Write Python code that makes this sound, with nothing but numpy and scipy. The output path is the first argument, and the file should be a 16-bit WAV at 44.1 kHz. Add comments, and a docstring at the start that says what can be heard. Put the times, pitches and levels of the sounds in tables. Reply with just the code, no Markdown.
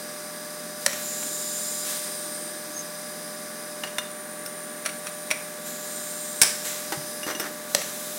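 """A pneumatic rivet gun on a workbench, heard close up while a machine hums in the workshop (summed shaft orders).
Suction air hisses and rings the barrel (filtered and resonant noise); the trigger valve knocks, with puffs of air.
Whistles glide through the nose as a rivet taps its way into a steel plate, and the bench drones under the gun.
The mandrel snaps off in three ringing bursts; the plate (decaying modes) is handled, laid down and chatters.
A last valve knock follows. Knocks, taps, snaps and plate contacts share a short diffuse echo."""
import sys
import numpy as np
from scipy import signal
from scipy.fft import rfft, irfft
from scipy.io import wavfile

SR = 44100
rng = np.random.default_rng(int(sys.argv[2]) if len(sys.argv) > 2 else 0)


def file_out(sig):
    """Save sig as 16-bit WAV at sys.argv[1]."""
    # one column per channel
    cols = np.atleast_2d(sig).T
    # limit, then scale
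    lim = np.clip(cols, -1, 1)
    pcm = np.round(lim * 32767).astype(np.int16)
    wavfile.write(sys.argv[1], SR, pcm)


N = 360738
TIME = np.arange(N) / SR  # clock of the whole scene [s]
AGE = np.arange(SR // 2) / SR  # clock of one hit or puff, half a second long [s]

# Hum of a machine in the workshop: (multiple of the shaft rate, rms level [dB])
HUM_ORDERS = [(6, -67), (8, -54), (10, -54.5), (11, -55), (12, -75), (14, -56.5), (16, -62), (18, -57),
              (22, -60), (23, -68), (24, -61.5), (27, -64), (28, -42.5), (29, -64), (32, -59), (34, -86),
              (35, -61), (36, -57.5), (47, -61.5), (54, -51.5), (56, -61), (58, -72), (68, -58), (74, -76),
              (76, -66), (78, -54), (94, -65), (98, -63.5)]
SHAFT_HZ = 21.4336
# Spectrum of the workshop background: (frequency [Hz], relative density [dB per Hz])
SHOP_SPECTRUM = [(30, -26), (60, -18), (120, -15), (175, -3.5), (230, 3), (330, -3.5), (500, -4),
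                 (610, -10.5), (850, -6.5), (1250, -6), (1700, -2), (2700, -13.5), (6000, -25.5),
                 (16000, -31)]

# Strength of the suction air, heard relative to idle: (time [s], level [dB])
FLOW = [(0.0, -46.5), (0.82, -46.5), (1.02, -39.5), (1.82, -39.5), (2.55, -45.5), (2.94, -46), (4.26, -48),
        (5.35, -45.5), (5.69, -45.5), (5.85, -42), (6.15, -41.5), (6.65, -41.5), (6.88, -43), (7.68, -45.5),
        (7.88, -41.5), (8.18, -39.5)]
IDLE_FLOW_DB = -47
# Spectrum of the air jet's hiss: (frequency [Hz], relative density [dB per Hz])
JET_SPECTRUM = [(300, -35), (1500, -7.5), (2900, -8.5), (3900, 2), (4500, -4), (6500, 1), (8000, 1.5),
                (9800, 2), (11300, 0), (12600, 1), (14200, -3), (15700, -3)]
JET_DB = -42  # hiss at idle flow; it follows the flow one to one
# Air column of the barrel: (frequency [Hz], width [Hz], relative level [dB])
BARREL_MODES = [(3780, 450, -11), (4990, 380, -1), (5970, 310, -5), (8600, 360, -3.5), (9160, 190, 0),
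                (10200, 250, -6), (12800, 300, -13), (13500, 250, -10)]
BARREL_DB, BARREL_FOLLOW = -43.5, 0.69  # level at idle flow, and dB per dB of flow
NOZZLE_HZ, NOZZLE_WIDTH_HZ, NOZZLE_DB = 8960, 600, -5.5  # the nozzle's own tone, against the barrel
# Spells in which the barrel rings only weakly: (start [s], end [s], change of level [dB])
WEAK_SPELLS = [(3.707, 6.95, -7.5), (7.095, 8.6, -7)]
WEAK_RAMP_S = 0.41
STALL_DB, STALL_RECOVERY_S = -9, 0.3  # each valve knock stalls the barrel's ring, which then recovers

# Trigger valve knocks: (time [s], level [dB])
KNOCKS = [(0.863, -8), (7.7488, -8)]
# Air leaks just before each knock and vents just after it; levels against the knock
LEAK_LEAD_S, LEAK_RISE_S, LEAK_T60_S, LEAK_MUFFLER_DB, LEAK_HISS_DB = 0.075, 0.15, 0.55, -39, -14
VENT_DELAY_S, VENT_RISE_S, VENT_T60_S, VENT_MUFFLER_DB, VENT_HISS_DB = 0.013, 0.017, 1, -27, -30
# Other puffs: (time [s], rise constant [s], decay t60 [s], muffler level [dB], hiss level [dB])
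PUFFS = [(1.84, .064, 0.64, -26, -23), (5.65, 0.017, 0.45, -44, -30), (6.643, 0.0051, 1, -32, -30.5)]
# Spectrum of air through the muffler: (frequency [Hz], relative density [dB per Hz])
MUFFLER_SPECTRUM = [(400, -10), (1200, -4), (2000, 3), (3000, -0.5), (4000, 0.5), (5000, -4), (7600, 7.5),
                    (10000, -25), (15000, -36)]
# Valve block and its hollow air chamber: (frequency [Hz], relative level [dB], decay t60 [s])
VALVE_MODES = [(571, -10, 0.061), (1840, -4.5, 0.013), (4300, -1, 0.0078), (5330, -10, 0.011),
               (5910, 4.5, 0.0044), (7870, 3, 0.008)]
# Spectrum of the valve's crack: (frequency [Hz], relative density [dB per Hz])
CRACK_SPECTRUM = [(300, -7), (900, -4.5), (1400, -1.5), (2900, -8), (4300, 4), (7600, -5.5), (10000, 1),
                  (13000, -11), (16000, -25)]
# The piston rebounds, then meets its stop: (delay [s], level against the knock [dB], decay t60 [s])
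PISTON = [(.017, -20, 0.02), (0.0672, -20, 0.052)]
# Nose of the gun: (frequency [Hz], relative level [dB], decay t60 [s])
NOSE_MODES = [(627, -9, 0.11), (1540, 0.5, 0.022), (2420, -0.5, 0.0093), (5680, 0.5, 0.049)]
# Spectrum of a tap of metal on metal: (frequency [Hz], relative density [dB per Hz])
TAP_SPECTRUM = [(200, -24), (600, -1), (900, -5), (1300, 6.5), (1850, 5.5), (2450, 7.5), (3300, -2),
                (4400, 2), (5000, -9), (5850, 2), (7000, -6), (10600, 4), (12000, -19), (16000, -5.5)]

# Whistles of a partly blocked nose:
# (start [s], end [s], ramp [s], start pitch [Hz], end pitch [Hz], width [Hz], mid level [dB])
WHISTLES = [(1.015, 1.88, .035, 7160, 7210, 480, -36), (1.049, 2.7, .25, 9000, 8820, 650, -39.5),
            (2.724, 2.83, .025, 6470, 6350, 100, -36), (2.92, 3.92, 0.092, 10170, 10170, 260, -49.5),
            (3.752, 5.8, .4, 9260, 9120, 190, -42.5), (5.629, 6.715, .03, 7210, 7340, 478, -42.5),
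            (5.833, 6.5, .08, 8670, 8540, 199.5, -40), (7.03, 7.29, .04, 9300, 11440, 795, -43),
            (7.8, 8.3, .08, 10000, 9880, 380, -48)]
WHISTLE_ENDS_DB = -1  # a whistle is strongest in the middle

# The rivet taps on metal: (time [s], level [dB], decay t60 [s])
RIVET_TAPS = [(1.227, -32, 0.038), (3.872, -36, 0.12), (4.8599, -19, .062), (4.891, -30.5, 0.07),
              (5.069, -27, 0.068), (5.3121, -13, 0.033)]
GRAZE_LEAD_S, GRAZE_DB, GRAZE_T60_S = 0.007, -11, 0.056  # it grazes the metal just before each tap
# The mandrel breaks, the jaws recoil, the stub hits the catcher: (time [s], level [dB], decay t60 [s])
SNAPS = [(6.4157, -0.5, 0.035), (6.4198, -6, 0.031), (6.4325, -7.5, 0.023)]
# Spectrum of the whole gun ringing: (frequency [Hz], relative density [dB per Hz])
GUN_SPECTRUM = [(150, -17), (430, -10), (600, -3.5), (1000, -6), (1750, 1.5), (2800, -3), (4400, -3.5),
                (5300, 6.5), (6500, -2), (8000, 4.5), (10200, 5), (11500, -7.5), (16000, -6)]

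# Dull knocks of gun and hand on the bench: (time [s], peak level [dB], frequency [Hz])
BUMPS = [(1.261, -34, 264), (1.31, -36, 320), (6.923, -26.5, 806), (6.972, -30.5, 150), (7.266, -29, 322),
         (7.30, -32, 308), (7.399, -34, 315)]
# The base of the gun drags on the bench: (start [s], end [s], frequency [Hz], width [Hz], level [dB])
DRAG = (2, 3, 315.5, 29.5, -50.5)
# The plate meets bench and gun: (time [s], thud level [dB], ring level [dB],
# hardness [dB per octave], share of ring time that the hand allows [ratio], way of moving driven)
CONTACTS = [(3.836, -28.5, -30, -12, 0.24, "bending"), (3.9837, -28, -20, -4, 0.55, "edgewise"),
            (4.461, -44, -34.5, 3, .6, "twisting"), (6.9222, -23, -29.5, 2, .7, "edgewise"),
            (7.232, -35, -35, -6, .95, "bending"), (7.35, -32.5, -36, -4, 1, "bending"),
            (7.3979, -26, -29, 2.5, 1, "twisting")]
# The plate chatters as it settles: (start [s], end [s], thud level [dB], ring level [dB])
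CHATTERS = [(7.2652, 7.318, -29, -41.5), (7.417, 7.468, -33, -50)]
CHATTER_GAP_S, CHATTER_JITTER_S, CHATTER_HARDNESS_DB = 0.0115, 0.0018, 9  # hardness per octave
# Free steel plate: (frequency [Hz], relative level [dB], undamped t60 [s], way of moving)
PLATE_MODES = [(2835, 0.5, 0.11, "bending"), (5960, 2, 0.17, "bending"), (5425, 3, 0.075, "twisting"),
               (8300, -4, 0.11, "twisting"), (10260, -6, 0.1, "twisting"), (13450, 0, .07, "twisting"),
               (3593, -1.5, 0.11, "edgewise")]
OTHER_WAYS_DB = -9  # a contact drives one way of moving; the others stay this far below
# Spectrum of a thud into the bench: (frequency [Hz], relative density [dB per Hz])
THUD_SPECTRUM = [(80, -26), (200, -25), (320, 10), (480, -1.5), (850, -0.5), (1300, 0), (1750, 4),
                 (2400, -8.5), (5000, -9.5), (16000, -18.5)]
CLICK_DB, CLICK_T60_S = 1, 0.028  # click of a plate contact, level against its ring

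# Spectrum of the workshop's echo: (frequency [Hz], relative density [dB per Hz])
ECHO_SPECTRUM = [(100, 1.5), (2000, -2.5), (6000, -3.5), (16000, -23.0)]
BAND_EDGE_HZ = 15950


def amp(db):
    """Decibels to gain."""
    return 10 ** (np.asarray(db) / 20)


def unit(x):
    """Scales to rms 1."""
    return x / np.sqrt(np.mean(x ** 2) + 1e-20)


def curve(rows):
    """Joins (time, value) rows by straight lines."""
    return np.interp(TIME, *np.transpose(rows))


def gate(start, end, ramp_s):
    """Rises from 0 to 1 at start and is back at 0 by end."""
    return np.clip(np.minimum(TIME - start, end - TIME) / ramp_s, 0, 1)


def add(mix, s, sound):
    """Mixes a sound in at s seconds."""
    part = mix[max(round(s * SR), 0):][:len(sound)]
    part += sound[:len(part)]


def noise(spectrum, size):
    """Noise of rms 1 with the given spectrum, read along log frequency."""
    hz, db = np.transpose(spectrum)
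    bins_hz = np.fft.rfftfreq(size, 1 / SR)
    gain = amp(np.interp(np.log(bins_hz + 1), np.log(hz), db))
    return unit(irfft(rfft(rng.standard_normal(size)) * gain, size))


def blown(hz, width_hz):
    """Turbulence in a resonance whose pitch and width may move; rms 1."""
    steps = 8  # random steps per second for each Hz of width
    smooth = [1, -np.exp(-np.pi / 5)]
    wander = signal.lfilter([1], np.convolve(smooth, smooth), rng.standard_normal((2, N)), axis=1)
    # the wider the resonance, the faster its amplitude and phase wander
    place = steps * np.cumsum(width_hz * np.ones(N)) / SR
    in_phase, quadrature = (np.interp(place, np.arange(N), part) for part in wander)
    phase = 2 * np.pi * np.cumsum(hz * np.ones(N)) / SR
    return unit(in_phase * np.cos(phase) + quadrature * np.sin(phase))


def fade(t60):
    """Exponential decay, 60 dB down after t60 seconds."""
    return np.exp(-np.log(1000) * AGE / t60)


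def burst(spectrum, t60):
    """Dense ringing of a struck part, starting at about rms 1."""
    envelope = fade(t60)
    return unit(noise(spectrum, len(AGE)) * envelope) * np.sqrt(np.mean(envelope ** 2))


def ring(hz, t60):
    """One dying mode."""
    return np.sin(2 * np.pi * hz * AGE) * fade(t60)


def struck(modes):
    """A few modes of a struck part ring together, with alternating sign."""
    return sum((-1) ** k * amp(db) * ring(hz, t60) for k, (hz, db, t60) in enumerate(modes))


def workshop(shop_db=-44.0, waver=0.085, scatter_turns=0.64):
    """A machine's shaft orders, loosely in step and each wavering a little, over the background."""
    hum = np.zeros(N)
    knots = np.linspace(0, TIME[-1], num=40)
    for order, db in HUM_ORDERS:
        sway = 1 + waver * np.interp(TIME, knots, rng.standard_normal(len(knots)))
        turns = order * SHAFT_HZ * TIME + scatter_turns * rng.random()
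        hum += np.sqrt(2) * amp(db) * sway * np.sin(2 * np.pi * turns)
    return hum + amp(shop_db) * noise(SHOP_SPECTRUM, N)


def air():
    """The suction jet hisses and blows the barrel's air column and the nozzle; all follow the flow."""
    flow_db = curve(FLOW) - IDLE_FLOW_DB
    hiss = amp(JET_DB + flow_db) * noise(JET_SPECTRUM, N)
    barrel_db = BARREL_DB + BARREL_FOLLOW * flow_db
    for start, end, db in WEAK_SPELLS:
        barrel_db += db * gate(start, end, WEAK_RAMP_S)
    for s, _ in KNOCKS:
        barrel_db += STALL_DB * (TIME > s) * np.exp(-abs(TIME - s) / STALL_RECOVERY_S)
    # the root of the width gives each resonance the power of equally dense noise
    column = unit(sum(amp(db) * np.sqrt(width) * blown(hz, width) for hz, width, db in BARREL_MODES))
    nozzle = amp(NOZZLE_DB) * blown(NOZZLE_HZ, NOZZLE_WIDTH_HZ)
    return hiss + amp(barrel_db) * (column + nozzle)


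def exhaust():
    """Spent air leaves the muffler in soft, hissing puffs; air leaks before every knock and vents after it."""
    out = np.zeros(N)
    puffs = list(PUFFS)
    for s, db in KNOCKS:
        puffs.append((s - LEAK_LEAD_S, LEAK_RISE_S, LEAK_T60_S, db + LEAK_MUFFLER_DB, db + LEAK_HISS_DB))
        puffs.append((s + VENT_DELAY_S, VENT_RISE_S, VENT_T60_S, db + VENT_MUFFLER_DB, db + VENT_HISS_DB))
    for s, rise_s, t60, muffler_db, hiss_db in puffs:
        muffled = amp(muffler_db) * noise(MUFFLER_SPECTRUM, len(AGE))
        hiss = amp(hiss_db) * noise(JET_SPECTRUM, len(AGE))
        add(out, s, (muffled + hiss) * (1 - np.exp(-AGE / rise_s)) * fade(t60))
    return out


def valve(crack_t60=0.02):
    """The valve slams: a crack, short metal modes and a hollow pop of the air chamber; then the piston taps."""
    out = np.zeros(N)
    block = struck(VALVE_MODES)
    for s, db in KNOCKS:
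        add(out, s, amp(db) * (block + burst(CRACK_SPECTRUM, crack_t60)))
        for delay, piston_db, t60 in PISTON:
            add(out, s + delay, amp(db + piston_db) * tap(t60))
    return out


def tap(t60, nose_db=-9):
    """Metal touches metal and rings the nose."""
    return burst(TAP_SPECTRUM, t60) + amp(nose_db) * struck(NOSE_MODES)


def whistles():
    """Air squeezing past the rivet whistles; each whistle swells a little and glides."""
    out = np.zeros(N)
    for start, end, ramp_s, start_hz, end_hz, width, db in WHISTLES:
        off_middle = np.interp(TIME, [start, end], [-1, 1])
        level = amp(db + WHISTLE_ENDS_DB * off_middle ** 2) * gate(start, end, ramp_s)
        pitch_hz = np.interp(TIME, [start, end], [start_hz, end_hz])
        out += level * blown(pitch_hz, width)
    return out


def rivet(tail_db=-20, tail_t60=0.44, sleeve_db=-25, sleeve_hz=5370, sleeve_width_hz=350, sleeve_t60=0.31):
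    """Taps ring the nose while the rivet finds its hole; the snap sets the whole gun and its sleeve ringing."""
    out = np.zeros(N)
    for s, db, t60 in RIVET_TAPS:
        add(out, s - GRAZE_LEAD_S, amp(db + GRAZE_DB) * tap(GRAZE_T60_S))
        add(out, s, amp(db) * tap(t60))
    for s, db, t60 in SNAPS:
        sleeve = amp(sleeve_db) * blown(sleeve_hz, sleeve_width_hz)[:len(AGE)] * fade(sleeve_t60)
        tail = amp(tail_db) * burst(GUN_SPECTRUM, tail_t60)
        add(out, s, amp(db) * (burst(GUN_SPECTRUM, t60) + tail + sleeve))
    return out


def plate(bump_t60=0.1, chatter_ring_share=0.78):
    """Dull bumps on the bench, the plate's single contacts and its quick uneven chatter."""
    out = np.zeros(N)
    for s, db, hz in BUMPS:
        add(out, s, amp(db) * ring(hz, bump_t60))
    for s, *blow in CONTACTS:
        add(out, s, contact(*blow))
    for start, end, thud_db, ring_db in CHATTERS:
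        for s in np.arange(start, end, CHATTER_GAP_S):
            jitter = CHATTER_JITTER_S * rng.uniform(-1, 1)
            blow = contact(thud_db, ring_db, CHATTER_HARDNESS_DB, chatter_ring_share, "bending")
            add(out, s + jitter, blow)
    return out


def drag():
    """Friction under the gun makes the bench top drone for a moment."""
    start, end, hz, width, db = DRAG
    swell = np.sin(np.pi * np.clip((TIME - start) / (end - start), 0, 1))
    return amp(db) * blown(hz, width) * swell


def contact(thud_db, ring_db, hardness_db, ring_share, driven, thud_t60=0.1, pivot_hz=4500):
    """One contact clicks, thuds into the bench and rings the plate; hard contacts favour high modes."""
    thud = amp(thud_db) * burst(THUD_SPECTRUM, thud_t60)
    click = amp(ring_db + CLICK_DB) * burst(TAP_SPECTRUM, CLICK_T60_S)
    out = thud + click
    for hz, db, t60, way in PLATE_MODES:
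        drive_db = ring_db + hardness_db * np.log2(hz / pivot_hz) + OTHER_WAYS_DB * (way != driven)
        out += rng.choice([-1, 1]) * amp(db + drive_db) * ring(hz, t60 * ring_share)
    return out


def room(x, wet_db=-14, t60=0.54, build_s=0.0021):
    """The workshop's short diffuse echo: decaying noise that builds up quickly."""
    tail = noise(ECHO_SPECTRUM, len(AGE)) * fade(t60) * (1 - np.exp(-AGE / build_s))
    echo = signal.fftconvolve(x, tail / np.linalg.norm(tail))[:N]
    return x + amp(wet_db) * echo


def scene():
    """Hum, air and hits, the same in both channels; only the hits get the echo."""
    hits = room(valve() + rivet() + plate())
    mono = workshop() + air() + exhaust() + whistles() + drag() + hits
    return np.array([mono, mono])


def record(dry, ceiling=0.73, bias=0.13, low_cut_hz=100):
    """The loudest cracks overload the microphone, a little lopsidedly; it has little bass; then the band limit."""
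    squashed = ceiling * (np.tanh(dry / ceiling + bias) - np.tanh(bias))
    thin = signal.sosfilt(signal.butter(2, low_cut_hz, "highpass", fs=SR, output="sos"), squashed)
    band_limit = signal.firwin(511, BAND_EDGE_HZ, window=("kaiser", 9), fs=SR)
    return signal.oaconvolve(thin, band_limit[None], "same")


dry = scene()
out = record(dry)
file_out(out)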